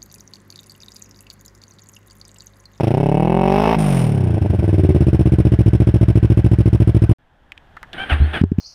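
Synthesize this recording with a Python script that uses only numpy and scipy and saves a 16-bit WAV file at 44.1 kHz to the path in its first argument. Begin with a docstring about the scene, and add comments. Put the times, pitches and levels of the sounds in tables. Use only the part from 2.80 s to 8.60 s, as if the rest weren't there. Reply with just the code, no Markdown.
"""A cold parallel-twin motorcycle revs up, heard from behind its silencer, then coasts to a lumpy idle.
Exhaust pulses ring the pipe and the silencer shell; gas rasps and hisses at the outlet with every swing.
The sound breaks off. On the quiet street a few switches click, the starter's gears whine and grind
against the compressions, and the engine catches with four sharp thumps."""
import sys
import numpy as np
from scipy import signal
from scipy.fft import rfft, irfft
from scipy.io import wavfile
from scipy.ndimage import uniform_filter1d

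SR = 44100
rng = np.random.default_rng(int(sys.argv[2]) if len(sys.argv) > 2 else 0)


def wav_out(sig):
    """Save sig, one row per channel (or a flat mono array), as 16-bit PCM at SR to the path in sys.argv[1]."""
    wavfile.write(sys.argv[1], SR, np.round(np.clip(np.atleast_2d(sig).T, -1, 1) * 32767).astype(np.int16))


N = 255780
TIME = np.arange(N) / SR

# colour of the street's hush (f/Hz, level/dB)
STREET_SPECTRUM = [(30, -1.5), (80, -5), (150, -9.5), (400, -19), (800, -14), (1200, -21.5), (1650, -16.5),
                   (2300, -29), (3300, -27), (4300, -39), (7000, -46.5), (13000, -53)]
# fader ride of the hush (t/s, level/dB)
STREET_LEVEL = [(4.39, -59), (4.55, -56), (4.85, -51), (5.1, -47), (5.8, -53)]
# switches and starter solenoid (t/s, level/dB, f/Hz, t60/s)
SWITCH_CLICKS = [(4.72, -27.5, 2330, 0.02), (4.777, -31, 2730, 0.015), (4.968, -27.5, 1560, 0.036),
                 (5.03, -30, 1564, 0.052), (5.131, -29, 3140, 0.038)]
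# colour of the starter clutch's grind (f/Hz, level/dB)
GRIND_SPECTRUM = [(300, 2), (550, -4), (750, 3), (1000, -6.5), (1600, 3), (2200, -5.5), (3300, -6.5),
                  (4300, -23), (5500, -34.5), (7500, -44), (9100, -24), (10500, -39.5), (15000, -43)]
# starter takes up the crank, then two compressions (t/s, length/s, share of speed lost, whine/dB, grind/dB)
STARTER_LOADS = [(5.178, 0.079, 0.022, -25.5, -39), (5.292, 0.06, 0.4, -21.5, -25),
                 (5.529, .06, 0.24, -27.5, -26.5)]
# starter housing resonances (f/Hz, width/Hz, level/dB)
HOUSING_MODES = [(745, 200, -5), (1610, 360, 3), (2900, 1500, -2.5)]
# air pumped out while cranking (t/s, size, half-width/ms)
AIR_PUFFS = [(5.322, 0.45, 2.7), (5.405, 0.55, 2.4), (5.42, 0.34, 2.6)]
# first firings (t/s, size, half-width/ms)
FIRST_BURNS = [(5.6158, 1, 1.76), (5.6388, 0.87, 1.34), (5.7195, 0.57, 1.42), (5.7864, 0.82, 1.66)]
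# engine speed in four-stroke cycles a second (t/s, f/Hz)
CYCLE_RATE = [(0.0, 31.211), (0.05, 25.935), (0.2, 34.059), (0.35, 36.127), (0.49, 42.131), (0.7, 47.675),
              (0.93, 56.722), (1.3, 36.984), (1.44, 31.012), (1.64, 24.356), (1.82, 20.62), (2.26, 16.065),
              (2.52, 15.631), (2.86, 13.726), (2.97, 14.55), (3.42, 13.668), (3.66, 14.12), (4.33, 13.572)]
# punch of the burns: full on throttle, feeble as fuel returns, heavy at idle (t/s, level/dB)
BURN_LEVEL = [(0, -0.5), (.15, 0), (.4, 0), (.94, -1), (1.58, -4), (1.85, -0.5), (2.1, 3.5), (4.3, 3.5)]
# a fired cycle: two blowdowns, then the pistons' push and suck (place/cycle, size, relative width)
FIRED_CYCLE = [(.005, 1.107, 0.99), (.25, 1.14, 0.94), (.467, 0.21, 4.7), (.54, -0.27, 2.7)]
# pulses of a cycle without combustion (place/cycle, size, relative width)
COASTING_CYCLE = [(.02, -.22, 1.15), (0.17, 1, 1.1), (0.28, -0.32, 0.6), (.41, 0.4, 1.4), (.5, 0.73, 1.24),
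                  (.72, .17, .7), (.92, 0.38, 0.61)]
# cycles starting here do not fire: closed throttle, then three short gaps (start/s, end/s)
UNFIRED_SPANS = [(.955, 1.555), (1.595, 1.63), (1.675, 1.71), (1.765, 1.8)]
# pipe resonances with cool gas (f/Hz, width/Hz, level/dB)
COOL_PIPE_MODES = [(74.5, 24, -7.5), (97.6, 25.6, 4.5), (182.4, 7, -9), (313.3, 62, 0), (426, 17, -5),
                   (600, 140, 0.5), (840, 270, 9)]
# pipe resonances with hot gas, which carries sound faster (f/Hz, width/Hz, level/dB)
HOT_PIPE_MODES = [(50.7, 45, -7.5), (119.4, 43.4, -1.5), (378.4, 30, -4), (593, 81, -3.5), (771, 76, 4.5),
                  (812, 10, -31)]
# silencer shell resonances (f/Hz, width/Hz, level/dB)
SHELL_MODES = [(2233, 28, -11.5), (2626, 47, -7.5), (2870, 86, -9.5), (3155, 30, -17.5)]
# colours of the outlet's rasp, its hiss and the valve clatter (f/Hz, level/dB)
RASP_SPECTRUM = [(200, -6), (600, 15), (900, 6.5), (1300, -1), (1900, -3.5), (2300, -0.5), (3000, -4),
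                 (3700, -10), (4500, -18), (5400, -9.5), (6800, -32), (9000, -29)]
HISS_SPECTRUM = [(2500, -28.5), (4400, -18), (5400, -14), (6800, -17), (8200, -14), (9200, 1.5), (9700, -5),
                 (10600, -19), (12500, -15.5), (15000, -37.5)]
CLATTER_SPECTRUM = [(100, -36), (600, 8.5), (1200, -2.5), (1560, 2.5), (1900, -7.5), (3000, -6.5),
                    (4500, -21.5), (9000, -43)]
# gas surges as the throttle snaps open, at peak revs and on the overrun
# (t/s, attack/s, hold/s, release/s, rasp/dB, hiss/dB, added steady flow)
GAS_SURGES = [(0, 0.0018, 0.033, .11, -34, -60, 0), (0.578, 0.265, .115, 0.0081, -26, -58.5, 0.05),
              (.981, .008, .22, 0.07, -30, -40.5, 0.12)]

BREAK_S, STREET_IN_S = 4.335, 4.385
CRANK_S, CRANK_END_S = 5.13, 5.612
IDLE_HZ, WARM_HZ, HOT_HZ = 14, 22.4, 36.3  # cycle rates; the gas heats up between the last two
FIRED_MS, FIRED_SHRINK = 1.13, 0.7  # base half-width at idle; power of the revs that narrows it
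COAST_MS, COAST_SHRINK = 1.5, 0.45
COAST_DB, COAST_LOSS_DB = 1.5, 2.5  # unfired gain at idle; loss per doubling of the revs


def undb(db):
    """Decibels to gain."""
    return 10 ** (np.asarray(db) / 20)


def curve(rows, at=TIME):
    """Straight lines through (t/s, value) points."""
    return np.interp(at, *np.transpose(rows))


def envelope(start, attack, hold, release):
    """A straight rise, a hold and an exponential fall, all in seconds."""
    age = TIME - start
    return np.clip(age / attack, 0, 1) * np.exp(-np.maximum(age - attack - hold, 0) / release)


def unit(x):
    """Scale to rms 1."""
    return x / np.sqrt(np.mean(x ** 2))


def noise(points):
    """Noise of rms 1, coloured by (f/Hz, level/dB) points."""
    hz, db = np.transpose(points)
    f = np.maximum(np.arange(N // 2 + 1) * SR / N, 1)
    colour = undb(np.interp(np.log(f), np.log(hz), db))
    return unit(irfft(rfft(rng.standard_normal(N)) * colour, N))


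def ring(x, modes):
    """Parallel band-pass resonances (f/Hz, width/Hz, level/dB)."""
    return sum(undb(db) * signal.lfilter(*signal.iirpeak(hz, hz / width, fs=SR), x)
               for hz, width, db in modes)


def radiate(x, modes):
    """Resonances (f/Hz, width/Hz, level/dB) of an open pipe, which loses the bass below them."""
    out = 0
    for hz, width, db in modes:
        w = 2 * np.pi * hz
        highpass = signal.bilinear([width / hz, 0, 0], [1, w * width / hz, w * w], SR)
        out = out + undb(db) * signal.lfilter(*highpass, x)
    return out


def pulses(rows):
    """Smooth pressure pulses from rows (t/s, size, half-width/ms)."""
    out = np.zeros(N)
    for s, size, ms in rows:
        width = ms / 1000
        a, b = np.searchsorted(TIME, [s - 4 * width, s + 4 * width])
        out[a:b] += size * np.exp(-((TIME[a:b] - s) / width) ** 2)
    return out


def street():
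    """A low bed of street hush fades in after the break."""
    return noise(STREET_SPECTRUM) * undb(curve(STREET_LEVEL)) * (TIME > STREET_IN_S)


def switches(snap_db=-33):
    """Each switch snaps and rings briefly in its housing."""
    out = np.zeros(N)
    for s, db, hz, t60 in SWITCH_CLICKS:
        fade = (TIME >= s) * undb(-60 * np.maximum(TIME - s, 0) / t60)
        body = noise([(hz / 3, -28), (hz / 1.67, -6), (hz, 0), (hz * 1.27, -1),
                      (hz * 1.5, -18), (hz * 5, -42), (hz * 8, -60)])
        snap = undb(snap_db) * fade ** 2 * rng.standard_normal(N)
        out += undb(db) * fade * (body + snap)
    return out


def starter(mesh_hz=759, climb_hz_per_s=370, spin_up_s=.02, wobble=0.00965, rattle=0.4):
    """Gear teeth whine over the grinding clutch; each load drags the pitch down and the level up."""
    age = np.maximum(TIME - CRANK_S, 0)
    hz = (mesh_hz + climb_hz_per_s * age) * (1 - .42 * np.exp(-age / spin_up_s))
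    whine_gain, grind_gain = undb(-54), undb(-35.5)  # running free
    for s, length, drag, whine_db, grind_db in STARTER_LOADS:
        hz = hz * (1 - drag * envelope(s, attack=length, hold=0, release=.034))
        load = envelope(s, attack=0.0094, hold=0.56 * length, release=.015)
        whine_gain = whine_gain + load * undb(whine_db)
        grind_gain = grind_gain + load * undb(grind_db)
    shake, backlash = (unit(uniform_filter1d(rng.standard_normal(N), size=150)) for _ in range(2))
    phase = 2 * np.pi * np.cumsum(hz * (1 + wobble * shake)) / SR
    teeth = unit(sum(np.sin(k * phase) for k in range(1, 5)))
    whine = ring(teeth * (1 + rattle * backlash), HOUSING_MODES)
    # freed of compression, the motor races and its fifth harmonic whistles
    whistle = undb(-49) * envelope(5.37, .04, .04, 0.013) * np.sin(5 * phase)
    sound = whine * whine_gain + noise(GRIND_SPECTRUM) * grind_gain + whistle
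    return sound * envelope(CRANK_S, .002, CRANK_END_S - CRANK_S, 0.0077)


def catching(boom_db=12, bark_db=1, tail_db=2, spit_db=-29, flutter_db=-22):
    """Pumped air booms and flutters in the cold pipe; the first burns leave it as sharp thumps."""
    boom = undb(boom_db) * ring(-pulses(AIR_PUFFS), [(75.5, 8.4, 5), (123, 20, -6.5), (211, 22, -0.5)])
    air = noise([(100, -16), (240, 3), (380, -6.5), (600, -26), (2000, -45), (9000, -70)])
    flutter = undb(flutter_db) * np.abs(boom) * air
    flow = pulses(FIRST_BURNS)
    bark = undb(bark_db) * radiate(-flow, [(216, 410, 6.0), (390, 35, 8.5)])
    tail = undb(tail_db) * radiate(-flow, [(90.0, 11.4, 0.015)])
    spit = undb(spit_db) * flow ** 2 * noise([(500, 4.5), (2500, -3), (6000, -16), (14000, -30)])
    return boom + flutter + bark + tail + spit


def valve_clatter(hz, clatter_db=-48, case_db=-51):
    """The valve train rattles twice a cycle and keeps the engine case ringing faintly."""
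    case = unit(ring(rng.standard_normal(N), [(1545, 54, -5), (1686, 63, -10.0), (1915, 50, -11)]))
    tremolo = 1 + 0.14 * np.cos(4 * np.pi * np.cumsum(hz) / SR)
    return (noise(CLATTER_SPECTRUM) * undb(clatter_db) + case * undb(case_db)) * tremolo


def turbulence(wave, steady, sharpness, outward, linger_hz):
    """An envelope that follows the swing of the pipe and lingers briefly, levelled to about rms 1."""
    swing = (np.maximum(-wave, 0) + outward * np.maximum(wave, 0) + 1e-6) ** sharpness
    swing = signal.lfilter(*signal.butter(1, linger_hz, fs=SR), swing) + 0.61 * steady
    power = uniform_filter1d(uniform_filter1d(swing ** 2, size=3150), size=3150)
    return swing / np.sqrt(np.abs(power) + 1e-9)


def outlet_gas(wave, steady=.02):
    """Gas rasps and hisses at the outlet, riding the burns and swelling with each surge."""
    flow = undb(0.46 * curve(BURN_LEVEL))
    rasp_gain, hiss_gain = flow * undb(-38.5), flow * undb(-57)
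    for s, attack, hold, release, rasp_db, hiss_db, added_flow in GAS_SURGES:
        surge = envelope(s, attack, hold, release)
        rasp_gain += surge * undb(rasp_db)
        hiss_gain += surge * undb(hiss_db)
        steady = steady + surge * added_flow
    rasp = noise(RASP_SPECTRUM) * turbulence(wave, steady, sharpness=1.05, outward=0.97, linger_hz=130)
    hiss = noise(HISS_SPECTRUM) * turbulence(wave, steady, sharpness=1.86, outward=1.0, linger_hz=320)
    return rasp * rasp_gain + hiss * hiss_gain


def silencer_shell(strokes, shell_db=7, crack_db=-13, crack_ms=0.16):
    """The narrowest pulses steepen into cracks that ring the metal shell."""
    cracks = -pulses([(s, size * (.5 / ms) ** 3, crack_ms) for s, size, ms in strokes[1:]])
    metal = ring(ring(cracks, SHELL_MODES), [(2700, 1900, 0.0026)])
    bite = ring(cracks, [(3500, 2200, 0)])
    return undb(shell_db) * metal + undb(crack_db) * bite


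def exhaust_strokes(hz, scatter_db=.5, jitter=.0013, width_scatter=.03):
    """Exhaust pulses as (t/s, size, half-width/ms): tighter at high revs, and no two alike."""
    cycles = np.cumsum(hz) / SR
    strokes = []
    for start in np.interp(np.arange(int(cycles[-1]) + 1), cycles, TIME):
        speed = np.interp(start, TIME, hz)
        revs = speed / IDLE_HZ
        if any(a < start < b for a, b in UNFIRED_SPANS):
            pattern, ms = COASTING_CYCLE, COAST_MS / revs ** COAST_SHRINK
            db = COAST_DB - COAST_LOSS_DB * np.log2(revs)
        else:
            pattern, ms = FIRED_CYCLE, FIRED_MS / revs ** FIRED_SHRINK
            db = curve(BURN_LEVEL, start)
        for place, size, width in pattern:
            late, loud, wide = rng.standard_normal(3)
            strokes.append((start + (place + jitter * late) / speed,
                            size * undb(db + scatter_db * loud),
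                            ms * width * np.exp(width_scatter * wide)))
    return strokes


def exhaust_pipe(pressure, hz, hot_share=0.9, echo_db=-14, echo_s=0.00538):
    """Pulses ring the pipe; its voice crossfades from cool gas to hot as the revs rise."""
    heat = hot_share * np.clip((hz - WARM_HZ) / (HOT_HZ - WARM_HZ), 0, 1)
    hot = pressure * heat
    echo = undb(echo_db) * np.interp(TIME - echo_s, TIME, hot)  # back from the cylinder head
    return radiate(pressure * (1 - heat), COOL_PIPE_MODES) + radiate(hot + echo, HOT_PIPE_MODES)


def engine():
    """The running twin: pipe for body, shell for bite, gas and valves for grit, up to a hard cut."""
    hz = curve(CYCLE_RATE)
    strokes = exhaust_strokes(hz)
    pressure = -pulses(strokes) * np.clip(TIME / 0.0012, 0, 1)
    wave = exhaust_pipe(pressure, hz)
    # a thin pipe tone sings between the beats as the engine settles
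    sing = ring(pressure, [(379, 4.8, 5.4)]) * envelope(1.87, .15, 0.12, 0.11)
    sound = wave + sing + silencer_shell(strokes) + outlet_gas(wave) + valve_clatter(hz)
    return sound * np.clip((BREAK_S - TIME) / 0.001, 0, 1)


def scene():
    """The rev and idle, then the start on the quiet street, in mono."""
    return (engine() + switches() + starter() + catching() + street())[None]


def record(dry, top_hz=15400):
    """Clip the highest peaks and cut the extreme treble."""
    lowpass = signal.ellip(8, .2, 70, top_hz, fs=SR, output="sos")
    return signal.sosfilt(lowpass, np.clip(dry, -1, 1))


dry = scene()
out = record(dry)
wav_out(out)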